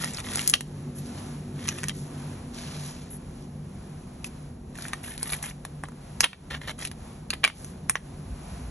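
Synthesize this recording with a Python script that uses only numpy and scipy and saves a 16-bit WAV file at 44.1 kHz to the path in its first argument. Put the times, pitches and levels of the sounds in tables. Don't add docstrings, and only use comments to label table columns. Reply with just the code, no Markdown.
import sys
import numpy as np
from scipy import signal
from scipy.fft import rfft, irfft, next_fast_len
from scipy.io import wavfile
from scipy.ndimage import uniform_filter1d, minimum_filter1d, map_coordinates

SR = 44100
rng = np.random.default_rng(int(sys.argv[2]) if len(sys.argv) > 2 else 0)


def store_pcm(level_fs):
    pcm = np.round(np.clip(level_fs, -1, 1) * 32767).astype(np.int16)
    wavfile.write(sys.argv[1], SR, np.atleast_2d(pcm).T)


N = 383669

# f/Hz, half-width/Hz, level/dB
MACHINE_TONES = [(95.4, 5.1, -8), (146.1, 7.4, 1.5), (195, 8, -6.5), (239.9, 7.1, -4), (273.6, 24.7, -8),
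                 (361.3, 23, -11.5), (449, 130, -12.5)]
# t/s, hum level/dB, rumble level/dB, air level/dB
BACKGROUND_LEVELS = [(0, -39, -46.5, -51.5), (1.7, -36.5, -46.5, -50), (2.7, -39.5, -44, -49.5),
                     (3.2, -42.5, -43, -53), (5.8, -45.5, -45, -54.5), (7.2, -44.5, -43, -54.5),
                     (8.7, -44, -43, -50)]
# t/s, level/dB, swell time/s
GRIP_SHIFTS = [(8.31, -31.5, 0.026), (8.66, -36.5, 0.1)]
# f/Hz, level/dB
RUMBLE_COLOUR = [(20, -51), (31, -2), (41, -0.5), (75, 2.5), (115, -4), (160, 1.5), (210, -4), (265, -11),
                 (320, -14), (480, -15.5), (900, -23.5), (1500, -38), (3300, -100)]
AIR_COLOUR = [(300, -3), (700, 15.5), (1200, 8.5), (2000, 3), (5000, -1), (8000, -1.5), (10600, 5.5),
              (11200, 4.5), (11900, -54), (14000, -58)]
GRIP_COLOUR = [(20, -36), (42, 4.5), (60, 13), (100, -3), (160, -1), (230, -24), (600, -41), (3000, -100)]
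# f/Hz, t60/s
ECHO_FADES = [(200, 0.41), (2000, 0.18), (5000, 0.33), (11000, 0.28)]
# f/Hz, likeness/0-1
STEREO_LIKENESS = [(200, 1), (350, 0.76), (600, 0.065), (1200, 0.59), (1900, 0.95), (3500, 0.1), (6000, 1),
                   (7400, 1), (9000, 0.99), (11000, 1)]
# f/Hz, phase/rad
LEFT_LEAD = [(20, 0), (1800, 0.03), (2400, 0.3), (3000, 1.7), (4100, 0.9), (4900, 3.3), (5500, 5.9),
             (6800, 6.9), (8100, 9), (9700, 9.7), (11500, 12), (16000, 13)]

# start/s, end/s, pressure peak/0-1 of stroke, level/dB, tilt/dB per octave
SOFT_BRUSHES = [(0.949, 1.012, 0.45, -43, 5), (0.979, 1.454, 0, -52.5, -7), (1.044, 1.106, 0.3, -50, -7),
                (1.17, 1.203, 0.3, -46.5, -11), (1.927, 2.095, 0.23, -48, -3),
                (2.525, 2.972, 0.14, -42, -9.5), (2.798, 2.93, 0.44, -43.5, 0), (2.858, 3.13, 0, -49, -9.5),
                (3.103, 3.176, 0.05, -41.5, 15), (3.331, 3.462, 0.9, -57, -8.5),
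                (4.242, 4.278, 0.6, -39.5, -1), (7.541, 7.74, 0.1, -48.5, -1)]
# start/s, end/s, pressure peak/0-1 of stroke, level/dB
TAG_SCRAPES = [(5.03, 5.173, 0.04, -40), (5.187, 5.396, 0.47, -39), (5.318, 5.353, 0.35, -31.5),
               (5.424, 5.522, 0, -38.5)]
# start/s, end/s, pressure peak/0-1 of stroke, rasp/dB, f/Hz, grit/dB
BONE_DRAGS = [(0, 0.133, 0, -41, 1800, -35), (0.121, 0.21, 0.9, -42, 1960, -39),
              (0.228, 0.531, 0.4, -41.5, 1840, -35.5), (1.548, 1.908, 0.53, -46, 1800, -44.5),
              (4.743, 4.926, 0.37, -49.5, 1800, -44.5), (6.228, 6.243, 0.3, -24.5, 2900, -30),
              (6.502, 6.547, 0.08, -36, 1780, -47), (6.535, 6.581, 0.27, -37, 1730, -47),
              (6.607, 6.678, 0.3, -46, 1750, -50.5), (6.67, 6.718, 0.56, -32, 1720, -36.5),
              (6.778, 6.882, 0.5, -43.5, 1850, -38.5)]
# multiple of its pitch, width/Hz, level/dB
RUBBED_TONES = [(0.4, 2300, -2), (0.682, 160, 4.5), (1, 230, 3.5), (1.418, 218, 2), (1.75, 518, -0.5),
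                (2.4, 2560, -27.5)]
# f/Hz, level/dB
GRIT_COLOUR = [(2000, -14.5), (4200, -1.5), (6200, 3), (7600, 1.5), (9000, 6), (10800, 9.5), (11500, 3.5),
               (12300, -60), (14000, -72)]
NAIL_COLOUR = [(500, -55), (3000, -12), (6000, -7), (8000, 5), (10000, 15), (11500, -4), (13000, -9),
               (16000, -22)]
CRUNCH_COLOUR = [(2500, -10), (4300, -8), (5000, -5), (6100, -4.5), (7500, -6), (9000, 5.5), (10800, -1),
                 (11500, -9), (12300, -42), (14000, -67.5)]
# t/s, level/dB
NAIL_FLICKS = [(0.4762, -16.5), (0.4802, -27), (0.4915, -24), (0.498, -18.5), (0.5058, -30), (0.5135, -33)]
# t/s, level/dB, f/Hz, t60/s
RIM_CATCHES = [(0.0388, -40, 2770, 0.005), (0.136, -36, 7800, 0.002), (0.1462, -36, 5430, 0.003),
               (0.172, -35, 4430, 0.0038), (0.2495, -43, 3480, 0.005), (0.2882, -40, 3300, 0.004),
               (0.3577, -37, 6690, 0.002), (0.5382, -13, 2850, 0.0086), (0.5388, -27.5, 4100, 0.006),
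               (0.538, -27, 5650, 0.013), (1.6885, -26.5, 6000, 0.0032), (4.2446, -35, 2590, 0.018),
               (4.7722, -54.5, 2710, 0.005), (4.8215, -58, 5960, 0.002), (5.0406, -49, 2650, 0.005),
               (5.046, -46, 2820, 0.005), (5.2293, -35, 5140, 0.005), (5.301, -35.5, 3930, 0.0024),
               (5.4278, -43, 2600, 0.0088), (5.458, -43, 2600, 0.0054), (5.4913, -46, 3700, 0.004),
               (5.5, -46, 6220, 0.002), (6.2058, -21, 6200, 0.0033), (6.2417, -17.5, 3600, 0.008),
               (7.3047, -27.5, 4510, 0.0053), (7.4424, -22, 4900, 0.006), (7.8965, -16.5, 8820, 0.0036),
               (7.9563, -33.5, 5940, 0.0071)]
# f/Hz, width/Hz, level/dB
PILE_TONES = [(1825, 110, -4.5), (2180, 78, 3), (3230, 91, -21), (3250, 91, -31)]
# multiple of its pitch, level/dB, t60/s
STRUCK_TONES = [(0.22, -28, 0.01), (0.36, -15, 0.016), (0.5, -5.5, 0.016), (0.641, -7, 0.021),
                (0.8, -2, 0.0087), (0.96, 3.5, 0.014), (1.13, 2.5, 0.0105), (1.33, -0.5, 0.0073),
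                (1.56, -0.5, 0.0053), (1.9, -6, 0.0071)]
# t/s, ring level/dB, f/Hz, crunch level/dB
BONE_HITS = [(0.0385, -31, 1960, -37), (0.044, -41, 2350, -25.5), (0.1483, -55, 3020, -39),
             (0.185, -35.5, 2340, -41), (0.202, -45, 2140, -35), (0.3574, -54, 2680, -22),
             (0.3727, -38, 2410, -30), (0.383, -38, 2080, -36), (0.393, -27.5, 2980, -30),
             (0.400, -37, 1940, -35), (0.433, -56, 2200, -45), (0.538, -13.5, 3390, -17.5),
             (0.55, -36, 3000, -33), (0.554, -39, 2890, -32.5), (0.608, -39.5, 1930, -28.5),
             (1.6746, -48, 2420, -34), (1.682, -32.5, 2120, -29), (1.6883, -28, 2550, -26.5),
             (1.7856, -41, 2930, -38), (1.8331, -35, 1640, -33), (1.8397, -32.5, 1960, -31.5),
             (1.884, -38, 2750, -27), (1.8948, -29, 3450, -34), (4.2437, -43, 2330, -33),
             (4.755, -46, 1960, -48), (4.787, -39, 1550, -41.5), (4.8222, -59, 2200, -36),
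             (4.8528, -36, 1690, -54), (4.865, -46, 1790, -52), (4.883, -54, 2200, -35.5),
             (4.9333, -26.5, 1990, -30.5), (5.178, -50, 2400, -35.5), (5.2293, -45, 2070, -23.5),
             (5.3333, -30.5, 2340, -27), (5.428, -50, 1740, -30.5), (5.44, -35.5, 1660, -37),
             (5.459, -56, 1910, -39), (5.6507, -37.5, 1180, -35), (5.837, -31, 1230, -38),
             (5.886, -44.5, 1080, -48), (5.92, -51.5, 1160, -59), (6.2065, -28.5, 1750, -12.5),
             (6.2417, -5.5, 2790, -13.5), (6.2449, -11.5, 3000, -14), (6.3313, -29, 2340, -43),
             (6.5099, -35.5, 1860, -44), (6.616, -39.5, 1770, -60), (6.791, -69, 2300, -38),
             (6.851, -35, 2580, -29.5), (6.873, -46, 2420, -35.5), (6.9144, -41.5, 1810, -38.5),
             (7.3043, -27, 2500, -26), (7.3313, -32, 2030, -54), (7.3353, -30.5, 2670, -34),
             (7.4403, -8.5, 2505, -17.5), (7.442, -22, 3020, -24), (7.4475, -12.5, 2310, -24.5),
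             (7.4488, -11, 2380, -19), (7.477, -21, 2300, -28.5), (7.5, -33, 1880, -50),
             (7.6455, -50, 1460, -37.5), (7.8965, -21, 2070, -15), (7.955, -17.5, 1790, -34)]

RUB_PITCH_HZ, DRAG_TILT_DB = 1810, -3.5
HARD_HISS, SOFT_HISS = 0.82, 1.1


def amp(db):
    return 10 ** (np.asarray(db) / 20)


def unit(x):
    return x / np.sqrt(np.mean(x ** 2) + 1e-20)


def unit_hit(x):
    return x * np.sqrt(.005 * SR / np.sum(x ** 2))


def along(points, hz):
    freqs, values = np.transpose(points)
    return np.interp(np.log(hz + 1), np.log(freqs + 1), values)


def curves(rows):
    times, *columns = np.transpose(rows)
    return [np.interp(np.arange(N) / SR, times, column) for column in columns]


def wobble(rate):
    return map_coordinates(rng.standard_normal(int(N * rate / SR) + 4), [np.arange(N) * rate / SR])


def add(track, s, sound):
    part = track[max(round(s * SR), 0):][:len(sound)]
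    part += sound[:len(part)]


def filtered(x, response):
    size = x.shape[-1]
    padded = next_fast_len(size + SR // 8)
    return irfft(rfft(x, padded) * response(np.fft.rfftfreq(padded, 1 / SR)), padded)[..., :size]


def coloured(x, colour, size=2048):
    cepstrum = irfft(np.log(amp(along(colour, np.fft.rfftfreq(size, 1 / SR)))))
    fold = np.r_[1, np.full(size // 2 - 1, 2), np.zeros(size // 2)]
    return signal.fftconvolve(x, irfft(np.exp(rfft(cepstrum * fold))))[:len(x)]


def diffuse(pair, colour):
    turn = lambda hz: np.arccos(np.clip(along(STEREO_LIKENESS, hz), -1, 1)) / 2
    mid, side = filtered(pair, lambda hz: amp(along(colour, hz)) * [np.cos(turn(hz)), np.sin(turn(hz))])
    return np.array([mid + side, mid - side])


def machine_hum():
    hum = np.zeros(N)
    for centre, width, db in MACHINE_TONES:
        band = filtered(rng.standard_normal(N), lambda hz: 1 / (1 + ((hz - centre) / width) ** 2))
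        hum += amp(db) * unit(band)
    return unit(hum)


def grip_noise():
    t = np.arange(N) / SR
    swells = sum(amp(db) * np.exp(-np.abs(t - s) / swell) for s, db, swell in GRIP_SHIFTS)
    return swells * unit(filtered(rng.standard_normal(N), lambda hz: amp(along(GRIP_COLOUR, hz))))


def background(air_waver_db=3.0):
    hum_db, rumble_db, air_db = curves(BACKGROUND_LEVELS)
    hum = amp(hum_db) * machine_hum()
    rumble = amp(rumble_db) * unit(diffuse(rng.standard_normal((2, N)), RUMBLE_COLOUR))
    air = unit(diffuse(rng.standard_normal((2, N)), AIR_COLOUR))
    return hum + rumble + amp(air_db + air_waver_db * wobble(6.1)) * air + grip_noise()


def echo(x, t60_scale, delay_s, size):
    echoes = np.zeros((2, N + 2 * size))
    late = np.pad(x, (round(delay_s * SR), 0))
    starts = range(0, N, size)
    hz, t, noise = signal.stft(rng.standard_normal((len(starts), 2, size)), SR, nperseg=128)
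    fade = amp(-60 * t / (t60_scale * along(ECHO_FADES, hz)[:, None]))
    tails = signal.istft(noise * fade, SR, nperseg=128)[1][..., :size]
    for start, tail in zip(starts, tails):
        answer = signal.fftconvolve(late[None, start:start + size], tail / np.linalg.norm(tail[0]), axes=1)
        echoes[:, start:start + answer.shape[1]] += answer
    return echoes[:, :N]


def bone_resonance(x, tones, damping_hz=5200):
    def response(hz):
        body = sum((-1) ** k * amp(db) * 1j * hz * width / (centre ** 2 - hz ** 2 + 1j * hz * width)
                   for k, (centre, width, db) in enumerate(tones))
        return body / (1 + (hz / damping_hz) ** 8)
    return filtered(x, response)


def soft_strokes(rasp_db=-16):
    return [(start, end, peak, db + rasp_db, RUB_PITCH_HZ, db, tilt_db, SOFT_HISS)
            for start, end, peak, db, tilt_db in SOFT_BRUSHES]


def scuff_strokes(before_s=0.008, after_s=0.026, rasp_db=-19.5, grit_db=-27):
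    return [(s - before_s, s + after_s, .5, ring_db + rasp_db, RUB_PITCH_HZ,
             crunch_db + grit_db, DRAG_TILT_DB, HARD_HISS) for s, ring_db, _, crunch_db in BONE_HITS]


def hard_strokes(tag_rasp_db=-5.5, tag_tilt_db=5):
    drags = [(*drag, DRAG_TILT_DB, HARD_HISS) for drag in BONE_DRAGS]
    scrapes = [(start, end, peak, db + tag_rasp_db, RUB_PITCH_HZ, db, tag_tilt_db, HARD_HISS)
               for start, end, peak, db in TAG_SCRAPES]
    return drags + scrapes


def grains(size, per_s, hiss, uneven_db=4):
    strengths = rng.standard_normal(size) * amp(uneven_db * np.clip(rng.standard_normal(size), -2, 2))
    catches = rng.random(size) < per_s / SR
    return unit(catches * strengths) + hiss * rng.standard_normal(size)


def rubs(strokes, slip_db=2.0, drift_db=-0.4, firm_db=-48.0):
    track, force = np.zeros((2, N))
    for start, end, peak, rasp_db, pitch_hz, grit_db, tilt_db, hiss in strokes:
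        size = max(round((end - start) * SR), 256)
        rise_fall = np.interp(np.linspace(0, 1, size), [0, np.clip(peak, .02, .98), 1], [0, 1, 0])
        pressure = np.sin(rise_fall * np.pi / 2) ** 0.58
        tones = [(pitch_hz * ratio, width, db) for ratio, width, db in RUBBED_TONES]
        rasp = unit(bone_resonance(grains(size, per_s=600, hiss=0.7), tones))
        colour = [(hz, db + tilt_db * np.log2(hz)) for hz, db in GRIT_COLOUR]
        grit = unit(coloured(grains(size, per_s=1200, hiss=hiss), colour))
        add(track, start, pressure * (amp(rasp_db - 1) * rasp + amp(grit_db - 2.5) * grit))
        add(force, start, amp(rasp_db) * pressure)
    firmness = np.clip(force / amp(firm_db), 0, 1)
    return track * amp(firmness * slip_db * wobble(170) + drift_db * wobble(6.8))


def crumbs(per_s=140, pitch_hz=3500, pitch_spread=0.58, scatter_db=7.0, cycles=1.4):
    track, t = np.zeros(N), np.arange(SR // 200) / SR
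    for start, end, _, _, _, grit_db, *_ in hard_strokes():
        times = start + np.cumsum(rng.exponential(size=90)) / per_s
        variations = np.clip(rng.standard_normal((len(times), 2)), -2, 2)
        for s, (detune, strength) in zip(times[times < end], variations):
            turns = pitch_hz * np.exp(pitch_spread * detune) * t
            snap = np.sin(2 * np.pi * turns) * np.exp(-turns / cycles)
            add(track, s, amp(grit_db - 1 + scatter_db * abs(strength)) * snap)
    return coloured(track, [(7000, -4.0), (11000, -6), (12500, -62)])


def burst(t, t60, attack_s):
    return rng.standard_normal(len(t)) * amp(-60 * t / t60) * (1 - np.exp(-t / attack_s))


def nail_flicks():
    track, t = np.zeros(N), np.arange(SR // 50) / SR
    for s, db in NAIL_FLICKS:
        tick = coloured(burst(t, t60=0.0024, attack_s=.0001), NAIL_COLOUR)
        add(track, s, amp(db) * unit_hit(tick))
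    return track


def rim_ticks(attack_s=0.00018):
    track, t = np.zeros(N), np.arange(SR // 40) / SR
    onset = 1 - np.exp(-(t / attack_s) ** 2)
    for s, db, pitch_hz, t60 in RIM_CATCHES:
        ring = np.sin(2 * np.pi * pitch_hz * t) * amp(-60 * t / t60)
        add(track, s, amp(db) * unit_hit(ring * onset))
    return track


def clacks(pitch_spread=0.03, scatter_db=2, phase_spread=0.3, contact_s=0.000371):
    track, t = np.zeros(N), np.arange(SR // 20) / SR
    ratio, tone_db, t60 = np.transpose(STRUCK_TONES)[:, :, None]
    onset = 1 - np.exp(-(t / contact_s) ** 2)
    for s, ring_db, pitch_hz, crunch_db in BONE_HITS:
        detune, strength, phase = rng.standard_normal((3, len(STRUCK_TONES), 1))
        hz = pitch_hz * ratio * np.exp(pitch_spread * detune)
        waves = np.sin(2 * np.pi * hz * (t - contact_s) + phase_spread * phase)
        fades = amp(tone_db + scatter_db * strength - 60 * t / t60)
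        ring = (fades * waves).sum(0) * onset
        crunch = coloured(burst(t, t60=0.0042, attack_s=0.00025), CRUNCH_COLOUR)
        add(track, s, amp(ring_db) * unit_hit(ring) + amp(crunch_db) * unit_hit(crunch))
    return track


def scene(pile_db=-6, nail_left_db=2.4):
    store = background()
    rubbing = rubs(hard_strokes() + scuff_strokes() + soft_strokes())
    hits, nails = clacks(), nail_flicks()
    pile = amp(pile_db) * bone_resonance(hits, PILE_TONES)
    bones = hits + pile + rim_ticks() + rubbing + crumbs()
    crate = diffuse(echo(bones + nails, t60_scale=0.14, delay_s=0.00098, size=2048),
                    colour=[(400, -6.5), (3000, -4.5), (6000, -6.5), (11300, -3.0), (12500, -59)])
    room = diffuse(echo(bones + nails, t60_scale=0.89, delay_s=.008, size=12288),
                   colour=[(400, -29), (2000, -17.5), (3800, -16.5), (5500, -18),
                           (11300, -14.5), (12500, -56)])
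    nails_on_left = nails * amp([[nail_left_db], [-nail_left_db]])
    return bones + nails_on_left + crate + room + store


def limiter(x, ceiling_db, hold_s, release_db_per_s):
    over_db = np.maximum(20 * np.log10(np.abs(x).max(0) + 1e-9) - ceiling_db, 0)
    span = max(round(hold_s * SR), 2)
    held_db = -minimum_filter1d(-over_db, span, origin=(span - 1) // 2)
    ramp_db = release_db_per_s * np.arange(N) / SR
    cut_db = np.maximum.accumulate(held_db + ramp_db) - ramp_db
    return x * amp(uniform_filter1d(minimum_filter1d(-cut_db, size=45), size=45))


def record(dry, top_hz=16800):
    left_right = filtered(dry, lambda hz: np.exp([[.5j], [-.5j]] * along(LEFT_LEAD, hz)))
    limited = limiter(left_right, ceiling_db=0, hold_s=0.11, release_db_per_s=86)
    return filtered(limited, lambda hz: 1 / (1 + (hz / top_hz) ** 100))


dry = scene()
out = record(dry)
store_pcm(out)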